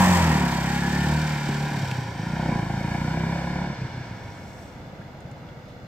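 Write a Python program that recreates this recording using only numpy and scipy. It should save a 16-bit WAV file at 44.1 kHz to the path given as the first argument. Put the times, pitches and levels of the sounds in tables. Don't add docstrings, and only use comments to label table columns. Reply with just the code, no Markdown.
import sys
import numpy as np
from scipy import signal
from scipy.fft import rfft, irfft, next_fast_len
from scipy.io import wavfile
from scipy.ndimage import uniform_filter1d, map_coordinates

SR = 44100
rng = np.random.default_rng(int(sys.argv[2]) if len(sys.argv) > 2 else 0)


def persist_wave(psi):
    counts = np.round(np.clip(psi, -1, 1) * 32767).astype(np.int16)
    wavfile.write(sys.argv[1], SR, np.atleast_2d(counts).T)


N = 259131
LEAD = 4410
T_S = np.arange(-LEAD, N) / SR


def undb(db):
    return 10 ** (np.asarray(db) / 20)


def level(x, db):
    return x * undb(db) / np.sqrt(np.mean(x ** 2))


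def white(*shape):
    return rng.standard_normal((*shape, N + LEAD))


def along(table):
    s, *columns = np.transpose(table)
    return [np.interp(T_S, s, column) for column in columns]


def colour(x, table, share=1):
    hz, db = np.transpose(table)
    size = next_fast_len(x.shape[-1])
    log_hz = np.log(np.arange(1, size // 2 + 2) * SR / size)
    gain = undb(share * np.interp(log_hz, np.log(hz), db))
    return irfft(rfft(x, size) * gain, size)[..., :x.shape[-1]]


def ring(x, modes):
    out = 0
    for k, (hz, width_hz, db) in enumerate(modes):
        b, a = signal.iirpeak(hz, hz / width_hz, SR)
        out = out + (-1) ** k * undb(db) * signal.lfilter(b, a, x)
    return out


def walk(rate_hz):
    k = int(SR / rate_hz)
    held = np.repeat(rng.standard_normal((N + LEAD) // k + 1), k)
    return 0.5 * uniform_filter1d(uniform_filter1d(held, k), k)[:N + LEAD]


def steady(x, span_s=0.15):
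    k = int(span_s * SR)
    power = uniform_filter1d(uniform_filter1d(x ** 2, k), k)
    return x / np.sqrt(power + 1e-18)


def puff(phase, start, length, rise=.05):
    since = (phase - start) % 1
    return (1 - np.exp(-since / rise)) * np.exp(-since / length)


MEMORY = .82


def bursts(cycles, start, length_s, peak=.3):
    at = np.flatnonzero(np.diff(np.floor(cycles - start)))
    x = np.arange(int(length_s * SR)) / (length_s * SR)
    fresh = rng.standard_normal((len(at), len(x)))
    b, a = [np.sqrt(1 - MEMORY ** 2)], [1, -MEMORY]
    alike = signal.lfilter(b, a, fresh, axis=0, zi=MEMORY * fresh[-1:])[0]
    shape = x / peak * np.exp(1 - x / peak) * (1 - x)
    out = np.zeros(len(cycles) + len(x))
    for i, burst in zip(at, alike * shape):
        out[i:i + len(x)] += burst
    return out[:len(cycles)]


# start_s, left_lag_samples
PORT_LAG = [(0, 4), (1, 2.5), (2, 0), (3, -3), (3.6, -3), (4.2, -1.5), (5.88, -1.5)]


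def ports(x):
    half_lag, at = along(PORT_LAG)[0] / 2, np.arange(N + LEAD)
    return np.array([map_coordinates(x, [at - side * half_lag], order=3, mode="nearest") for side in (1, -1)])


# start_s, gain, lag_samples
NEAR_ECHO = [(0, .1, 59), (1.2, .3, 59), (2.2, .2, 58), (2.9, .6, 60), (3.5, .55, 61), (4.1, .4, 62.5),
             (4.8, .4, 63), (5.88, .4, 63)]


def bounce(x):
    gain, lag = along(NEAR_ECHO)
    at = np.arange(N + LEAD)
    return x + gain * np.array([np.interp(at - lag, at, port) for port in x])


# freq_hz, side_minus_mid_db
SCATTER_WIDTH = [(30, -10), (60, -7), (200, -19), (380, -9), (700, -10), (1300, 0), (3000, -1), (15000, -2)]


def spread(mid, side):
    return mid + colour(side, SCATTER_WIDTH) * np.array([[1], [-1]])


def faint_tone(phase_rad, db, waver_db, waver_rate_hz, from_s):
    t = T_S[LEAD:]
    gain = undb(db + waver_db * walk(waver_rate_hz)[:N])
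    return np.clip(2 * (t - from_s), 0, 1) * gain * np.sin(phase_rad)


# freq_hz, relative_density_db
TOWN_SPECTRUM = [(13, -43), (22, -18.5), (150, 0.5), (403, -7.5), (697, -13), (1140, -18.5), (2150, -24.5),
                 (2530, -28.5), (3520, -30), (6980, -40.5), (9440, -56.5), (12400, -48), (15500, -50)]
TOWN_DB = -42
HUM_HZ, HUM_SAG_HZ_PER_S, HUM_DB, HUM_FROM_S = 555, -10.5, -55, 1.0
DRONE_HZ, DRONE_DB, DRONE_FROM_S = 581.4, -62, 3.8
WHISTLE_HZ, WHISTLE_DB, WHISTLE_FROM_S = 4915, -72, 4.6


def town():
    t = T_S[LEAD:]
    air = bounce(spread(*colour(white(2), TOWN_SPECTRUM)))[:, LEAD:]
    air = level(air, TOWN_DB) * undb(1.0 * walk(6.85)[:N])
    hum_rad = 2 * np.pi * np.cumsum(HUM_HZ + HUM_SAG_HZ_PER_S * t) / SR
    hum = faint_tone(hum_rad, HUM_DB, 3, 5, HUM_FROM_S)
    drone = faint_tone(2 * np.pi * DRONE_HZ * t, DRONE_DB, 4, 18, DRONE_FROM_S)
    whistle = faint_tone(2 * np.pi * WHISTLE_HZ * t, WHISTLE_DB, 4.4, 13, WHISTLE_FROM_S)
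    return air + hum + drone + whistle


STREET_T60_S, STREET_DB = 0.37, -3.5


def street(x):
    t = np.arange(SR // 2) / SR
    tail = rng.standard_normal((2, len(t))) * undb(-60 * t / STREET_T60_S) * (1 - np.exp(-t / 0.0012))
    tail = tail / np.sqrt(np.sum(tail ** 2) / 2)
    tail = colour(tail, [(100, -29.0), (250, -5.0), (500, 3.0), (2000, -5.0), (6000, -30)])
    mid, side = signal.fftconvolve(x[None], tail, axes=1)[:, LEAD:N + LEAD]
    return undb(STREET_DB) * spread(mid, side)


# start_s, level_db (before onset), ring_hz, t60_s, noisiness (0-1)
KNOCK_EVENTS = [(1.490, -6, 230, 0.023, 0.36), (1.912, -21.5, 2440, 0.022, 0.74),
                (5.014, -38, 1590, 0.02, 0.2), (5.019, -35, 1685, 0.025, 0.2), (5.203, -51, 6560, .03, 1),
                (5.312, -47.5, 6300, 0.024, 0.95), (5.487, -40, 1450, .06, 0.26),
                (5.487, -44, 3340, 0.033, 0.4), (5.650, -55, 4150, .1, .7), (5.655, -59, 2750, .09, 0.6),
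                (5.675, -50, 3720, 0.22, 0.7)]


def knocks():
    out, t = np.zeros(N), np.arange(6000) / SR
    for start_s, db, hz, t60_s, noisiness in KNOCK_EVENTS:
        band = level(ring(rng.standard_normal(len(t)), [(hz, 0.3 * hz, 0)]), 0)
        burst = noisiness * band + (1 - noisiness) * np.sin(2 * np.pi * hz * t)
        envelope = undb(db - 60 * t / t60_s) * (1 - np.exp(-20 * t / t60_s))
        i = int(start_s * SR)
        out[i:i + len(t)] += envelope * burst
    return out


# start_s, pitch_hz, level_db (both waver)
GEAR_WHINE = [(.55, 1560, -90), (.7, 1600, -40), (.75, 1635, -37), (.79, 1660, -42), (.84, 1695, -31),
              (.89, 1720, -42), (.96, 1765, -34), (1.12, 1790, -41), (1.35, 1830, -90)]


def gear_whine():
    hz, db = along(GEAR_WHINE)
    phase_rad = 2 * np.pi * np.cumsum(hz * (1 + .007 * walk(40))) / SR
    return np.sin(phase_rad) * undb(db + 2 * walk(18))


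# start_s, firing_hz
FIRING_RATE = [(0.0, 47.16), (0.14, 44.56), (0.48, 33.91), (0.64, 33.42), (1.0, 36.17), (1.22, 39.31),
               (1.38, 36.4), (1.5, 36.0), (1.7, 36.69), (1.78, 35.38), (2.2, 26.37), (2.32, 30.5),
               (2.39, 32.6), (2.44, 32.6), (2.5, 30.65), (2.64, 26.75), (2.78, 27.83), (3.2, 32.62),
               (3.67, 35.89), (3.85, 31.68), (3.98, 31.12), (4.4, 24.13), (4.55, 20.58), (4.9, 16.31),
               (5.3, 15.1), (5.5, 15.96), (5.7, 14.91), (5.88, 15.22)]
# start_s, throttle (0-1)
THROTTLE_CURVE = [(0, .5), (1.7, .4), (1.9, .2), (2.2, .3), (2.4, 1), (3.6, .9), (3.8, .2), (5.88, .3)]
# start_s, nearness (0-1)
NEARNESS = [(0, 1), (1.8, 1), (2.2, .15), (5.88, .1)]
START_CYCLES = 5.505


def engine():
    hz, = along(FIRING_RATE)
    cycles = START_CYCLES + (np.cumsum(hz) - hz[0] * LEAD) / SR
    return hz, cycles, along(THROTTLE_CURVE)[0], along(NEARNESS)[0]


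def per_cycle(cycles):
    count = (cycles + .5).astype(int)
    return rng.standard_normal(count[-1] + 1)[count]


VALVE_RISE = .4


def valve_ticks(cycles, near):
    first = undb(2 * per_cycle(cycles)) * 2 * puff(cycles % 1, 0.19, 0.29, VALVE_RISE)
    second = undb(4.3 * per_cycle(cycles)) * puff(cycles % 1, 0.57, 0.089, VALVE_RISE)
    return (first + second) * near


# freq_hz, relative_density_db
HISS_SPECTRUM = [(1470, -34), (2500, 2.5), (2790, -3), (3140, 2), (4100, -3), (4550, -0.5), (5760, -4.5),
                 (6300, -12), (8190, -13.5), (13900, -120)]
# freq_hz, relative_density_db
TICK_SPECTRUM = [(3710, -16), (6300, -3), (7890, -1), (9000, -8.5), (9710, -15.5), (10300, -16.5),
                 (10700, -13.5), (12700, -10), (15500, -17)]


def hiss_and_tick(valves, tick_noise):
    gate = (valves + .5) * undb(2.0 * walk(14))
    hiss = bounce(colour(gate * (1.07 * white(2) + ports(white())), HISS_SPECTRUM))
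    tick = colour(gate * (white(2) + 0.31 * ports(tick_noise)), TICK_SPECTRUM)
    return steady(hiss), steady(tick)


# freq_hz, width_hz, gain_db
VALVE_MODE = [(5670, 97, 0)]
# start_s, level_db
VALVE_MODE_LEVEL = [(0, -75), (1.8, -57), (3.6, -69), (4.2, -63.5), (4.7, -65), (5.0, -84), (5.88, -90)]


def valve_ring(cycles, noise):
    struck = (puff(cycles % 1, 0.29, 0.3, VALVE_RISE) + 0.067) * noise
    return steady(ring(struck, VALVE_MODE)) * undb(along(VALVE_MODE_LEVEL)[0])


# start_s, strength (0-1)
RATTLE_KNOCK = [(0, 1), (1.75, 1), (1.9, .4), (2.3, .5), (3, 1), (3.6, 1), (3.8, .2), (5.88, .1)]
KNOCK_S, KNOCK_DB, KNOCK_START_CYCLES = .042, 0, .45


def case_rattle(cycles, gas, valves):
    loose = level((0.47 * gas + 0.071 * valves + 1.4) * white(), 0)
    knock = level(bursts(cycles, KNOCK_START_CYCLES, KNOCK_S), KNOCK_DB)
    return loose + along(RATTLE_KNOCK)[0] * knock


# freq_hz, width_hz, gain_db, slope_db_per_s
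CASE_MODES = [(1375, 180, -3.5, 0.6), (1412, 77, 8, -0.5), (1673, 200, 2, 0.16), (1875, 46, 0.5, -3),
              (2133, 294, -6, 0), (2236, 43, 0.5, 1.2), (2312, 35, 1, -1), (2493, 76, -14.5, 2.5),
              (1836, 105, 6.5, -8.5)]
CASES_WAVER_DB = 1.5


def case_clatter(rattle):
    out = 0
    for k, (*mode, slope_db_per_s) in enumerate(CASE_MODES):
        gain = undb(slope_db_per_s * T_S + CASES_WAVER_DB * walk(9.8))
        out = out + (-1) ** k * ring(rattle, [mode]) * gain
    return out


GAS_START, GAS_LENGTH, GAS_RISE = .6, .15, .2


def gas_flow(cycles, load, blow):
    phase = cycles % 1
    barks = load * blow * puff(phase, GAS_START, GAS_LENGTH, GAS_RISE) * 2.4
    return barks + (1 - load) * .3 * (1 + puff(phase, .4, .3))


BLAST_S, BLAST_DB, BLAST_START_CYCLES = .021, -3, .62
BLAST_NEAR_DB = 1.5
INTAKE_BLAST = .85
LEAK_SHUT, LEAK_OPEN = .5, .24


def gas_jet(cycles, load, near, blow, gas):
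    leak = LEAK_SHUT + (LEAK_OPEN - LEAK_SHUT) * load
    turbulence = level((gas + leak) * white(), 0)
    second = near * bursts(cycles, BLAST_START_CYCLES + .5, BLAST_S)
    firing = blow * (bursts(cycles, BLAST_START_CYCLES, BLAST_S) + INTAKE_BLAST * second)
    return turbulence + level(firing, BLAST_DB) * undb(BLAST_NEAR_DB * near)


# pipe_resonance_multiple, gain_db
PIPE_RESPONSE = [(0.3, -16.5), (0.45, -12.5), (0.6, -1.5), (0.75, -9.5), (0.87, -2), (1.0, 1.5), (1.15, -8),
                 (1.35, -6.5), (1.6, -20), (2.0, -18.5), (2.4, -28.5), (3.0, -33), (4.0, -19)]
# start_s, thud_db, intake_pulse (-1..1 of exhaust), pipe_hz (higher with hot gas), tilt_db_per_octave (upper orders)
THUD_CURVE = [(0.0, -20.5, 1, 197, -32), (0.12, -20.5, 0.71, 177.5, -12), (0.24, -23, 0.52, 157, 0.5),
              (0.36, -25, 1, 184, 2.5), (0.55, -27.5, 0.89, 174, -4.5), (0.9, -28, 0.85, 175.6, 2.5),
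              (1.12, -25.5, 1, 168.5, 1.5), (1.3, -29.5, 0.82, 166.4, -1.5), (1.5, -30.5, 0.95, 164, -1.5),
              (1.72, -32, 1, 171, 2.5), (1.8, -28.5, -0.5, 141.4, -3.5), (2.1, -36, 0.027, 115, 5),
              (2.22, -34.5, 0.7, 163.5, 0), (2.5, -27, 0.7, 169.4, 1.5), (2.7, -30, 0.74, 142, 2),
              (3.0, -28, 0.44, 165, 0), (3.3, -29.5, 0.61, 168, -2), (3.42, -31, 0.87, 180, -32),
              (3.66, -31.5, 1, 175, -1), (3.78, -38.5, 0.098, 133, 3), (4.1, -40, 0.16, 131, -1),
              (4.4, -49, 0.14, 101, -5), (4.9, -53.5, 0.22, 137, 6), (5.2, -52.5, -0.16, 137, 2),
              (5.5, -57, -0.11, 145, -1), (5.88, -52.5, 0.4, 128.0, 5)]
# start_s, gain_db
THROB_GAIN = [(0, -2), (.3, 4), (.4, 1), (1.2, 1.5), (1.45, -10), (1.72, -3), (1.8, -21), (2.1, -21),
              (2.3, 2), (3.3, 2), (3.6, 2), (3.76, -4), (5.88, -2)]
# start_s, width_octaves
INTAKE_WIDTH = [(0, 0.93), (.35, 0.69), (1.1, 0.62), (1.35, 1), (1.72, 1.24), (1.8, 0.62), (5.88, 0.66)]
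INTAKE_HZ = 88.6
CAN_HZ, CAN_WIDTH_HZ, CAN_DB = 356, 20, 6
RING_RAD, RING_WIDTH_HZ, RING_ADVANCE_S, RING_TURN_RAD = 1.5, 50, .004, -1.5
COAST_WAVER_RAD = 1.0


def exhaust(hz, cycles, load, near, blow):
    thud_db, intake, pipe_hz, tilt_db = along(THUD_CURVE)
    throb_db, reach = along(THROB_GAIN)[0], along(INTAKE_WIDTH)[0]
    coast = np.clip(4 - 10 * load, 0, 1) * (hz > 22)
    out = 0
    for order in range(2, 15):
        tone_hz = order * hz
        multiple = tone_hz / pipe_hz
        db = thud_db + np.interp(multiple, *np.transpose(PIPE_RESPONSE))
        db = db + tilt_db * np.maximum(np.log2(multiple), 0) + throb_db * (order == 2)
        db = db + CAN_DB * np.exp(-((tone_hz - CAN_HZ) / CAN_WIDTH_HZ) ** 2)
        intake_band = np.exp(-(np.log2(tone_hz / INTAKE_HZ) / reach) ** 2)
        pair = 1 + (-1) ** order * intake * intake_band
        lead_rad = 0.027 * np.maximum(tone_hz - 230, 0) + 0.06 * np.minimum(tone_hz - 85, 0)
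        ring_rad = RING_RAD * np.arctan((tone_hz - pipe_hz) / RING_WIDTH_HZ)
        lead_rad = lead_rad + near * (RING_TURN_RAD + 2 * np.pi * RING_ADVANCE_S * tone_hz - ring_rad)
        lead_rad = lead_rad + COAST_WAVER_RAD * coast * walk(20)
        out = out + pair * undb(db) * np.cos(2 * np.pi * order * cycles + lead_rad)
    return np.sqrt(2) * blow * out


SCATTER_DB, IDLE_SCATTER_DB, COAST_SCATTER_DB = 1.1, 1.2, 1.5


def combustion(hz, cycles, load):
    scatter_db = SCATTER_DB + IDLE_SCATTER_DB * (hz < 22) + COAST_SCATTER_DB * (load < .3)
    return uniform_filter1d(undb(scatter_db * per_cycle(cycles)), size=300)


BEAT_HZ, BEAT_DEPTH, BEAT_PEAK_S, BEAT_SPAN_S = 6.8, .7, 3.98, .45


def coasting_beat(load):
    since_s = T_S - BEAT_PEAK_S
    depth = BEAT_DEPTH * np.exp(-(since_s / BEAT_SPAN_S) ** 4) * (load < .5)
    return uniform_filter1d(1 + depth * np.cos(2 * np.pi * BEAT_HZ * since_s), size=600)


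# start_s, gas_db, moving_parts_db, treble_db
RIDE_LEVELS = [(0, -23.5, -27.5, -32.5), (.18, -25.5, -29, -35), (.23, -27, -29.5, -38.5),
               (.5, -31.5, -33.5, -43.5), (.8, -36, -33.5, -44.5), (1.05, -34, -33, -44.5),
               (1.42, -38, -35, -48), (1.75, -36.5, -37, -50.5), (1.92, -39.5, -37.5, -52),
               (2.14, -41.5, -43.5, -59), (2.33, -39, -39, -56), (2.5, -32.5, -37, -56.5),
               (2.66, -38.5, -40, -57), (2.95, -37.5, -37.5, -56), (3.3, -38, -37.5, -57),
               (3.62, -37.5, -38.5, -62), (3.78, -46.5, -42.5, -69), (4.05, -47.5, -45.5, -69.5),
               (4.62, -54.5, -54, -60.5), (4.8, -56.5, -57.5, -72), (5.5, -56, -60, -91.5),
               (5.88, -73, -68, -80)]
# freq_hz, gain_db
SILENCER_RESPONSE = [(40, -4.5), (65, 1), (88, 6), (108, -0.5), (160, 9), (225, 4), (250, 0), (355, 4),
                     (400, -6), (500, -13), (1000, -40), (4000, -93)]
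# freq_hz, width_hz, gain_db
BARK_MODES = [(529, 145, -5), (667, 233, -3), (729.5, 88, 1.5)]
# freq_hz, width_hz, gain_db
RASP_MODES = [(777, 49, 8), (955.5, 56, 8), (1040.4, 65, 4)]
# freq_hz, width_hz, gain_db
FLANK_MODE = [(1150, 540, 0)]
# freq_hz, gain_db
AIR_RESPONSE = [(2700, -1.5), (3600, -8.5), (8000, -47)]
RUMBLE_DB, RUMBLE_DB_PER_S, CAN_RING_DB, CAN_RING_DB_PER_S = -3, 1.7, -15, -0.45
BARK_DB, BARK_DB_PER_S, HISS_DB, HISS_DB_PER_S = -7, 1, -3.2, -0.8
FLANK_DB_PER_S = -10
BARK_LOAD_DB, HISS_LOAD_DB = 3.5, -3


def motorcycle():
    hz, cycles, load, near = engine()
    gas_db, parts_db, treble_db = along(RIDE_LEVELS)
    blow = combustion(hz, cycles, load)
    gas = gas_flow(cycles, load, blow)
    jet = gas_jet(cycles, load, near, blow, gas)
    valves = valve_ticks(cycles, near)
    rattle = case_rattle(cycles, gas, valves)
    rumble = colour((gas + 3.7) * white(), SILENCER_RESPONSE)
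    bark = ring(ring(jet, BARK_MODES), [(682, 360, 0)])
    rasp = ring(ring(jet, RASP_MODES), [(903, 297, 0)])
    can = ring(jet, [(CAN_HZ, CAN_WIDTH_HZ, 0)])
    rough = [
        (rumble, gas_db + RUMBLE_DB + RUMBLE_DB_PER_S * T_S),
        (bark, gas_db + BARK_DB + BARK_DB_PER_S * T_S + BARK_LOAD_DB * load),
        (rasp, gas_db),
        (case_clatter(rattle), parts_db),
        (ring(rattle, FLANK_MODE), parts_db + FLANK_DB_PER_S * T_S),
        (can, gas_db + CAN_RING_DB + CAN_RING_DB_PER_S * T_S),
    ]
    rough_sum = sum(steady(x) * undb(db) for x, db in rough)
    tick_noise = white()
    thud = exhaust(hz, cycles, load, near, blow * coasting_beat(load))
    point = thud + gear_whine() + colour(rough_sum, AIR_RESPONSE) + valve_ring(cycles, tick_noise)
    hiss, tick = hiss_and_tick(valves, tick_noise)
    hiss_db = parts_db + HISS_DB + HISS_DB_PER_S * T_S + HISS_LOAD_DB * load
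    return point, hiss * undb(hiss_db) + tick * undb(treble_db)


def scene():
    point, wide = motorcycle()
    point[LEAD:] += knocks()
    return (ports(point) + wide)[:, LEAD:] + street(point) + town()


# freq_hz, left_minus_right_db
PORT_RESPONSE = [(250, -.1), (380, .2), (700, -.3), (1290, -.8), (2400, -.7), (4400, -1.2), (6500, 3.5),
                 (8100, 7), (15000, 7)]
TOP_HZ = 15650


def record(dry):
    heard = np.array([colour(port, PORT_RESPONSE, share=side / 2) for port, side in zip(dry, (1, -1))])
    return signal.sosfilt(signal.ellip(10, .2, 80, TOP_HZ, fs=SR, output="sos"), heard)


dry = scene()
out = record(dry)
persist_wave(out)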